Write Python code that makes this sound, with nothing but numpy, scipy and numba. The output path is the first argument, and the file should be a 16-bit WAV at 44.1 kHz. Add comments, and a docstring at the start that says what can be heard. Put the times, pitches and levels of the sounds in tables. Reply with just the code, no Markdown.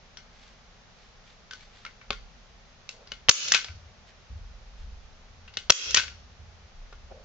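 """A steel staple gun fires twice into canvas on a wooden frame, in a small carpeted room.
Each shot is a spring letting go and a driver (the staple pusher) slamming home; a quarter second later
the handle rattles back. Around the shots the gun clinks in the hand, fingers smooth the canvas and the
floor rumbles as someone shifts their weight. The camera's limiter turns each shot down and comes back up
about as fast as the echo fades, so the echo hangs as a hiss."""
import sys
import numpy as np
from scipy import signal
from scipy.fft import rfft, irfft
from scipy.io import wavfile
from scipy.ndimage import uniform_filter1d
from numba import njit

SR = 44100
rng = np.random.default_rng(int(sys.argv[2]) if len(sys.argv) > 2 else 0)


def master(y):
    """Save y as 16-bit WAV."""
    cut = np.clip(np.atleast_2d(y).T, -1, 1)
    pcm = np.round(cut * 32767)  # scale
    wavfile.write(sys.argv[1], SR, pcm.astype(np.int16))


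N = 319328
TIME = np.arange(N) / SR
TREBLE_EDGE_HZ = 7600  # the camera loses the sound above this

# Tilt makes a sound brighter (+) or duller (-). A fade time, or t60, is the time to fall by 60 dB.
# tone of the steady background noise: (frequency [Hz], relative level [dB])
AIR_TONE = [(12, -32), (20, -2), (49, -1), (66, -8), (160, -11), (245, -13), (300, -22), (341, -18),
            (428, -17), (848, -17), (963, -21), (1120, -19), (4990, -25), (6430, -27), (8500, -54),
            (11000, -84), (18700, -120)]
# how alike that noise is on the left and right: (frequency [Hz], likeness [0-1])
AIR_LIKENESS = [(40, 0.9), (130, 0.68), (600, .55), (3000, 0.04), (7000, 0.13)]
# the gun clinks as it is picked up, set down, squeezed and lifted:
# (time [s], level [dB], tilt [dB/octave], struck part's pitch [Hz], wood knock [dB])
CLINKS = [(0.171, -39.5, -4, 5690, -16), (1.5095, -36.5, -2.5, 1536, -28), (1.5332, -38, 1.5, 1510, -12),
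          (1.606, -55, 3, 2300, -22), (1.850, -34.5, -5.5, 1370, -27), (1.8632, -38.5, -8.5, 2200, -30),
          (2.013, -50, -10, 2250, -27), (2.105, -19.5, -6, 3450, -5.5), (2.129, -35.5, -3.5, 1407, -6),
          (2.8905, -31.5, 5, 2650, -15.5), (3.072, -49.5, -1.5, 4970, -18.5), (3.118, -30, -2, 2970, -10),
          (3.6449, -29.5, -4.5, 4950, -20), (3.6842, -43.5, -8.5, 2350, -22),
          (5.478, -47.5, -6.5, 2750, -28), (5.538, -47.5, -3, 4700, -26), (5.5704, -21.5, 1.5, 2950, -17.5),
          (5.9972, -23, -3, 1520, -21), (6.037, -36, -0.5, 1500, -15), (6.08, -37.5, -3, 2160, -20),
          (6.926, -50, -5, 1410, 6)]
# tone of steel hitting steel: (frequency [Hz], relative level [dB])
CONTACT_TONE = [(100, -33), (300, -15.5), (800, -16), (1400, -1), (2200, -2.5), (2700, 3), (3500, 3.5),
                (4500, 2), (5800, 2), (6900, -5), (7400, -15.5), (8000, -17.5)]
# notes the gun's steel case rings at: (pitch [Hz], relative level [dB], fade time [s])
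CASE_NOTES = [(1270, -22, 0.076), (1405, -4, 0.32), (1520, 1.5, 0.24), (2015, -2, 0.21), (2140, 1.5, 0.23),
              (2160, 0.5, 0.23), (2855, 1, 0.16), (2750, -6, 0.14), (2970, -8, 0.12), (3360, -2, 0.19),
              (3970, 0.5, 0.054), (3797, -0.5, 0.12), (4440, -10, 0.15), (4260, -2.5, 0.3), (4530, 0, 0.42),
              (5300, -7, 0.06), (5490, -14, 0.098), (7660, -12.5, 0.14)]
# notes of the wooden frame, muffled by hand and carpet: (pitch [Hz], relative level [dB], fade time [s])
FRAME_NOTES = [(185, -4, 0.023), (254, -5, .04), (418, -4, 0.062), (558, -1, 0.045), (783, -2.5, 0.029),
               (1095, -6.5, 0.076), (1187, 2.5, 0.02)]
# the gun lies to the left: (frequency [Hz], left minus right [dB])
LEFT_BOOST = [(100, 5.5), (700, 0.5), (1300, 0), (2400, 4.5), (4400, 4.5), (8000, 0)]
# the room's echo: (frequency [Hz], relative level [dB], fade time [s])
ECHO_BANDS = [(100, -15.5, 0.99), (400, -7.5, 0.73), (1000, -4.5, 0.43), (2000, -3.5, 0.49),
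              (3400, -1, 0.48), (5650, -9, 0.59), (8000, 16, 0.26)]
# fingers smooth the canvas: (time [s], length [s], level [dB])
FINGER_STROKES = [(.44, .14, -56.5), (1.03, .1, -63), (1.29, .07, -57.5), (1.62, .08, -57), (1.78, .1, -57),
                  (4.09, .04, -56.5), (4.81, .05, -62)]
# weight shifts on the floor: (time [s], level [dB], pitch [Hz], fade time [s])
WEIGHT_SHIFTS = [(2.07, -39.5, 39, 1.46), (3.12, -52.5, 55, 1.1), (3.68, -42.5, 78, 1.02),
                 (4.29, -33.5, 76, 0.69), (4.33, -38.5, 42, 2), (4.769, -37, 21.86, 1.44),
                 (4.79, -38, 58, 1.3), (5.28, -51, 78, 2.7), (5.86, -43, 66, 2.42), (6.38, -42, 78, 0.85),
                 (6.71, -46, 30, 3.2), (6.929, -46.5, 64, 2)]
# the gun's nose drags over the covered frame: (time [s], length [s], level [dB])
NOSE_STROKES = [(3.0, 0.075, -57), (7.118, 0.0096, -38), (7.17, 0.091, -53.5)]
# the two shots: (spring time [s], driver delay [s], handle time [s], level [dB], extra tilt [dB/octave])
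SHOTS = [(3.2860, .0066, 3.5195, 0, 1), (5.6976, .0043, 5.9445, -.5, -1.5)]
# the two blows of a shot, spring then driver: (level [dB], contact length [ms], tilt [dB/octave],
# struck part's pitch [Hz], steel ring [dB], wood knock [dB])
SPRING_BLOW = (-8.5, 0.1, -3, 3000, -27.5, -12)
DRIVER_BLOW = (21.5, 4, 0.03, 5900, -35.5, -19)
# the latch slides over the driver, drops in and snaps tight; the handle meets its stop, slams home and
# shudders: (time after the latch drops in [s], level [dB], contact length [ms], tilt [dB/octave],
# struck part's pitch [Hz], steel ring [dB], wood knock [dB])
HANDLE_BLOWS = [(-.0365, -26, 2, 3, 6680, -15, -26), (0, -11.5, 1, -1.5, 1914, -16.5, -21),
                (.001, -12.5, 2.9, 10.5, 6320, -19.5, -21), (.018, -18.5, 2, -1, 2650, -10.5, -39.5),
                (.026, -13, 4.2, -0.5, 2520, -11.5, -22), (.033, -23.5, 6, -3.5, 1520, -7, -18)]


def gain(db):
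    """Turn decibels into a number to multiply by."""
    return 10 ** (np.asarray(db) / 20)


def unit(x):
    """Scale a sound so that its average strength (rms) is 1."""
    return x / np.sqrt(np.mean(x ** 2))


def fade(t, t60_s):
    """A curve that starts at 1 and falls by 60 dB every t60_s seconds."""
    return np.exp(-np.log(1000) * t / t60_s)


def read_curve(hz, points):
    """Read between (frequency, value) points, spacing frequencies as the ear does."""
    point_hz, values = np.transpose(points)
    return np.interp(np.log(hz + 1), np.log(point_hz + 1), values)


def shaped(x, gain_at):
    """Change a sound's tone: multiply each frequency by gain_at(frequency)."""
    hz = np.linspace(0, SR / 2, x.shape[-1] // 2 + 1)
    return irfft(rfft(x) * gain_at(hz), x.shape[-1])


def band(x, low_hz, high_hz, order=2):
    """Keep the part of a sound between two frequencies."""
    return signal.sosfilt(signal.butter(order, [low_hz, high_hz], "band", fs=SR, output="sos"), x)


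def stereo_noise(size, likeness):
    """Left and right noise: likeness 1 makes them the same, 0 unrelated."""
    mid, side = rng.standard_normal((2, size))
    return (np.sqrt(1 + likeness) * mid + np.sqrt(1 - likeness) * np.array([side, -side])) / np.sqrt(2)


def add(out, time_s, sound):
    """Mix a sound into both channels at the given time."""
    start = int(time_s * SR)
    out[:, start:start + sound.shape[-1]] += sound


def air(level_db=-54):
    """Steady room noise and microphone hiss, more alike left and right in the bass."""
    mid, side = rng.standard_normal((2, N))
    mid = shaped(mid, lambda hz: np.sqrt(1 + read_curve(hz, AIR_LIKENESS)))
    side = shaped(side, lambda hz: np.sqrt(1 - read_curve(hz, AIR_LIKENESS)))
    noise = mid + np.array([side, -side])
    return gain(level_db) * unit(shaped(noise, lambda hz: gain(read_curve(hz, AIR_TONE))))


def clink(db, tilt_db, part_hz, wood_db):
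    """A knock in handling: a harder one is shorter, and the firmer grip muffles its ring."""
    harder_db = db + 42.5  # compared with a light clink at -42.5 dB
    length_ms = 2.9 * 2 ** (-harder_db / 23)
    steel_db = -6.5 - .43 * harder_db
    part_db = 6.5 - 3.5 * np.log2(part_hz / 1500)  # small, high parts ring less than big ones
    return gain(db) * blow(length_ms, tilt_db, part_hz, steel_db, wood_db, buzz_db=-2.5, part_db=part_db)


def blow(length_ms, tilt_db, part_hz, steel_db, wood_db, buzz_db=0, part_db=1):
    """Steel chatters briefly; the case and struck part ring on, loose parts buzz, the frame knocks."""
    t = np.arange(12288) / SR
    ms = t * 1000
    rise = 1 - np.exp(-ms / .16)
    contact = rise * np.exp(-np.maximum(ms - length_ms, 0) / 1.98)
    chatter = stereo_noise(len(t), .76) * contact
    crack = shaped(chatter, lambda hz: contact_tone(hz, tilt_db, part_hz))
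    crack *= t < t[-1] / 2  # silence what the filter wraps round to the end
    crack *= np.sqrt(np.sum(contact ** 2) / np.sum(crack ** 2, axis=1, keepdims=True))  # match energy
    case = gain(-5) * ring(CASE_NOTES, t, scatter_db=1.5, phase_spread=.3, tilt_db=tilt_db)
    part = gain(part_db) * ring([(part_hz, 0, .07)], t, scatter_db=0, phase_spread=.39)
    buzz = gain(buzz_db) * loose_parts(t, tilt_db, part_hz)
    wood = gain(wood_db) * ring(FRAME_NOTES, t, scatter_db=1, phase_spread=.2)
    return crack + rise * (gain(steel_db) * (case + part + buzz) + wood)


def contact_tone(hz, tilt_db, part_hz, peak_db=6, peak_width=.18):
    """Tone of steel on steel: brighter when hard, and stronger near the struck part's pitch."""
    resonance_db = peak_db / (1 + ((hz / part_hz - 1) / peak_width) ** 2)
    brightness_db = tilt_db * np.log2(np.maximum(hz, 1000))
    return gain(read_curve(hz, CONTACT_TONE) + brightness_db + resonance_db) * (hz < TREBLE_EDGE_HZ + 500)


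def ring(notes, t, scatter_db, phase_spread, tilt_db=0):
    """A struck object rings with fading notes, in a slightly different mix on every blow."""
    hz, db, t60_s = np.transpose(notes)[:, :, None]
    strength = gain(db + tilt_db * np.log2(hz) + scatter_db * rng.standard_normal(hz.shape))
    hz = hz * (1 + .0056 * rng.standard_normal(hz.shape))  # the grip nudges each pitch
    phase = rng.uniform(0, 2 * np.pi, hz.shape)
    phase = phase + phase_spread * rng.standard_normal((2, len(hz), 1))  # each microphone has its own
    waves = strength * np.sin(2 * np.pi * hz * t + phase) * fade(t, t60_s)
    return waves.sum(axis=1) / np.sqrt(np.sum(strength ** 2) / 2)


def loose_parts(t, tilt_db, part_hz, ticks_per_s=1500, t60_s=.22):
    """Spring coils and the strip of staples buzz against the case: many tiny ticks that die away."""
    ticks = stereo_noise(len(t), .21) * (rng.random(len(t)) < ticks_per_s / SR)
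    return unit(shaped(ticks, lambda hz: contact_tone(hz, tilt_db, part_hz))) * fade(t, t60_s)


def direct_sound(x, lag_s=.00004):
    """The left microphone hears the gun louder and a tiny bit later."""
    left = shaped(x[0], lambda hz: gain(read_curve(hz, LEFT_BOOST) / 2) * np.exp(-2j * np.pi * hz * lag_s))
    right = shaped(x[1], lambda hz: gain(-read_curve(hz, LEFT_BOOST) / 2))
    return np.array([left, right])


def room_echo(x, tail_db=-7, ceiling_db=-19, ceiling_s=.0175, build_s=.0047):
    """The carpet swallows the first bounce, leaving a blurred ceiling echo and a smooth, fading tail."""
    t = np.arange(int(.7 * SR)) / SR
    noise = stereo_noise(len(t), -.05)
    tail = np.zeros_like(noise)
    for band_hz, db, t60_s in ECHO_BANDS:
        share = [(hz, float(hz == band_hz)) for hz, _, _ in ECHO_BANDS]  # picks out this band
        tail += gain(db) * shaped(noise, lambda hz: read_curve(hz, share)) * fade(t, t60_s)
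    tail *= 1 - np.exp(-(t / build_s) ** 2)
    ceiling = stereo_noise(len(t), .31) * np.exp(-((t - ceiling_s) / .00053) ** 2)
    echo = (gain(tail_db) * unit(tail) + gain(ceiling_db) * unit(ceiling)) / np.sqrt(len(t))
    return signal.fftconvolve(x, echo, axes=1)[:, :N]


def swells(strokes):
    """Loudness of rubbing strokes: each rises and falls smoothly around its time."""
    return sum(gain(db) * np.exp(-2 * ((TIME - time_s) / length_s) ** 2)
               for time_s, length_s, db in strokes)


def canvas_rustle(grain_db=3):
    """Threads slip under the fingers: swells of grainy hiss."""
    grain = gain(grain_db * unit(uniform_filter1d(rng.standard_normal(N), size=200)))
    hiss = unit(band(stereo_noise(N, .59) * grain, 1430, 4600))
    return swells(FINGER_STROKES) * hiss


def floor_rumble(pitch_spread=.27, attack_s=.0091, size=65536):
    """Each shift of weight starts a fading rumble in the floor; higher ones scuff the carpet more."""
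    t = np.arange(size) / SR
    rise = 1 - np.exp(-(t / attack_s) ** 2)
    out = np.zeros((2, N + size))
    for time_s, db, hz, t60_s in WEIGHT_SHIFTS:
        low_hz, high_hz = hz * (1 - pitch_spread), hz * (1 + pitch_spread)
        rumble = unit(band(stereo_noise(size, .94), low_hz, high_hz, order=3))
        scuff = gain(-19) * hz / 110 * unit(band(stereo_noise(size, .63), 110, 240, order=3))
        add(out, time_s, gain(db) * rise * fade(t, t60_s) * (rumble + scuff))
    return out[:, :N]


def nose_drag(slips_per_s=900, rub_db=-7):
    """The gun's nose catches and slips quickly over the weave; the frame gives it its tone."""
    slips = (rng.random(N) < slips_per_s / SR) * rng.random(N)
    scrape = unit(band(slips, 460, 640))
    rub = gain(rub_db) * unit(band(stereo_noise(N, .31), 280, 740))
    return swells(NOSE_STROKES) * (scrape + rub)


def staple_gun():
    """All the gun's blows: spring, driver and returning handle for each shot, plus the clinks."""
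    out = np.zeros((2, N + SR))
    for spring_s, driver_delay_s, handle_s, shot_db, extra_tilt_db in SHOTS:
        driver_s = spring_s + driver_delay_s
        for time_s, settings in ((spring_s, SPRING_BLOW), (driver_s, DRIVER_BLOW)):
            db, length_ms, tilt_db, *ringing = settings
            add(out, time_s, gain(shot_db + db) * blow(length_ms, tilt_db + extra_tilt_db, *ringing))
        add(out, driver_s, gain(shot_db + DRIVER_BLOW[0]) * recoil())
        for after_s, db, *settings in HANDLE_BLOWS:
            add(out, handle_s + after_s, gain(shot_db + db) * blow(*settings, buzz_db=1.5, part_db=3.5))
    for time_s, *settings in CLINKS:
        add(out, time_s, clink(*settings))
    return out[:, :N]


def recoil(relative_db=-21, pitch_hz=110, t60_s=.034):
    """The driver's blow shoves frame and canvas into the carpet: one dull thump."""
    t = np.arange(4096) / SR
    return gain(relative_db) * np.sin(2 * np.pi * pitch_hz * t) * fade(t, t60_s)


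@njit
def follow_peaks(x, attack, fall):
    """Track loudness: jump up quickly at a peak, then sink by the same ratio each sample."""
    out, level = np.empty(len(x)), 1e-9
    for i in range(len(x)):
        level = level + (x[i] - level) * attack if x[i] > level else level * fall
        out[i] = level
    return out


def limiter(x, limit_db=-1, attack_s=.00059, release_db_per_s=145):
    """Turn both channels down at a loud peak, then back up at a steady rate."""
    attack = 1 - np.exp(-1 / (attack_s * SR))
    fall = float(gain(-release_db_per_s / SR))
    peak = follow_peaks(np.abs(x).max(axis=0), attack, fall)
    return x * np.minimum(1, gain(limit_db) / peak)


def hollow(x, dip_hz=305, width_hz=110, depth=.61):
    """The camera sounds a little hollow: its tone has a dip just above the bass."""
    notched = signal.lfilter(*signal.iirnotch(dip_hz, dip_hz / width_hz, fs=SR), x)
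    return x + depth * (notched - x)


def scene():
    """The gun and its echo, over canvas, floor and background noise."""
    gun = staple_gun()
    return direct_sound(gun) + room_echo(gun) + canvas_rustle() + nose_drag() + floor_rumble() + air()


def record(dry):
    """The camera turns loud peaks down, flattens what gets past and cuts off the high treble."""
    flattened = np.clip(limiter(dry), -.8, .8)
    dulled = signal.sosfilt(signal.cheby1(10, .3, TREBLE_EDGE_HZ, fs=SR, output="sos"), hollow(flattened))
    trimmed = np.clip(dulled, -.86, .86)  # the tallest peaks are flattened once more
    rounded = signal.sosfilt(signal.butter(2, 12500, fs=SR, output="sos"), trimmed)
    return signal.sosfilt(signal.ellip(8, .2, 70, 16000, fs=SR, output="sos"), rounded)


dry = scene()
out = record(dry)
master(out)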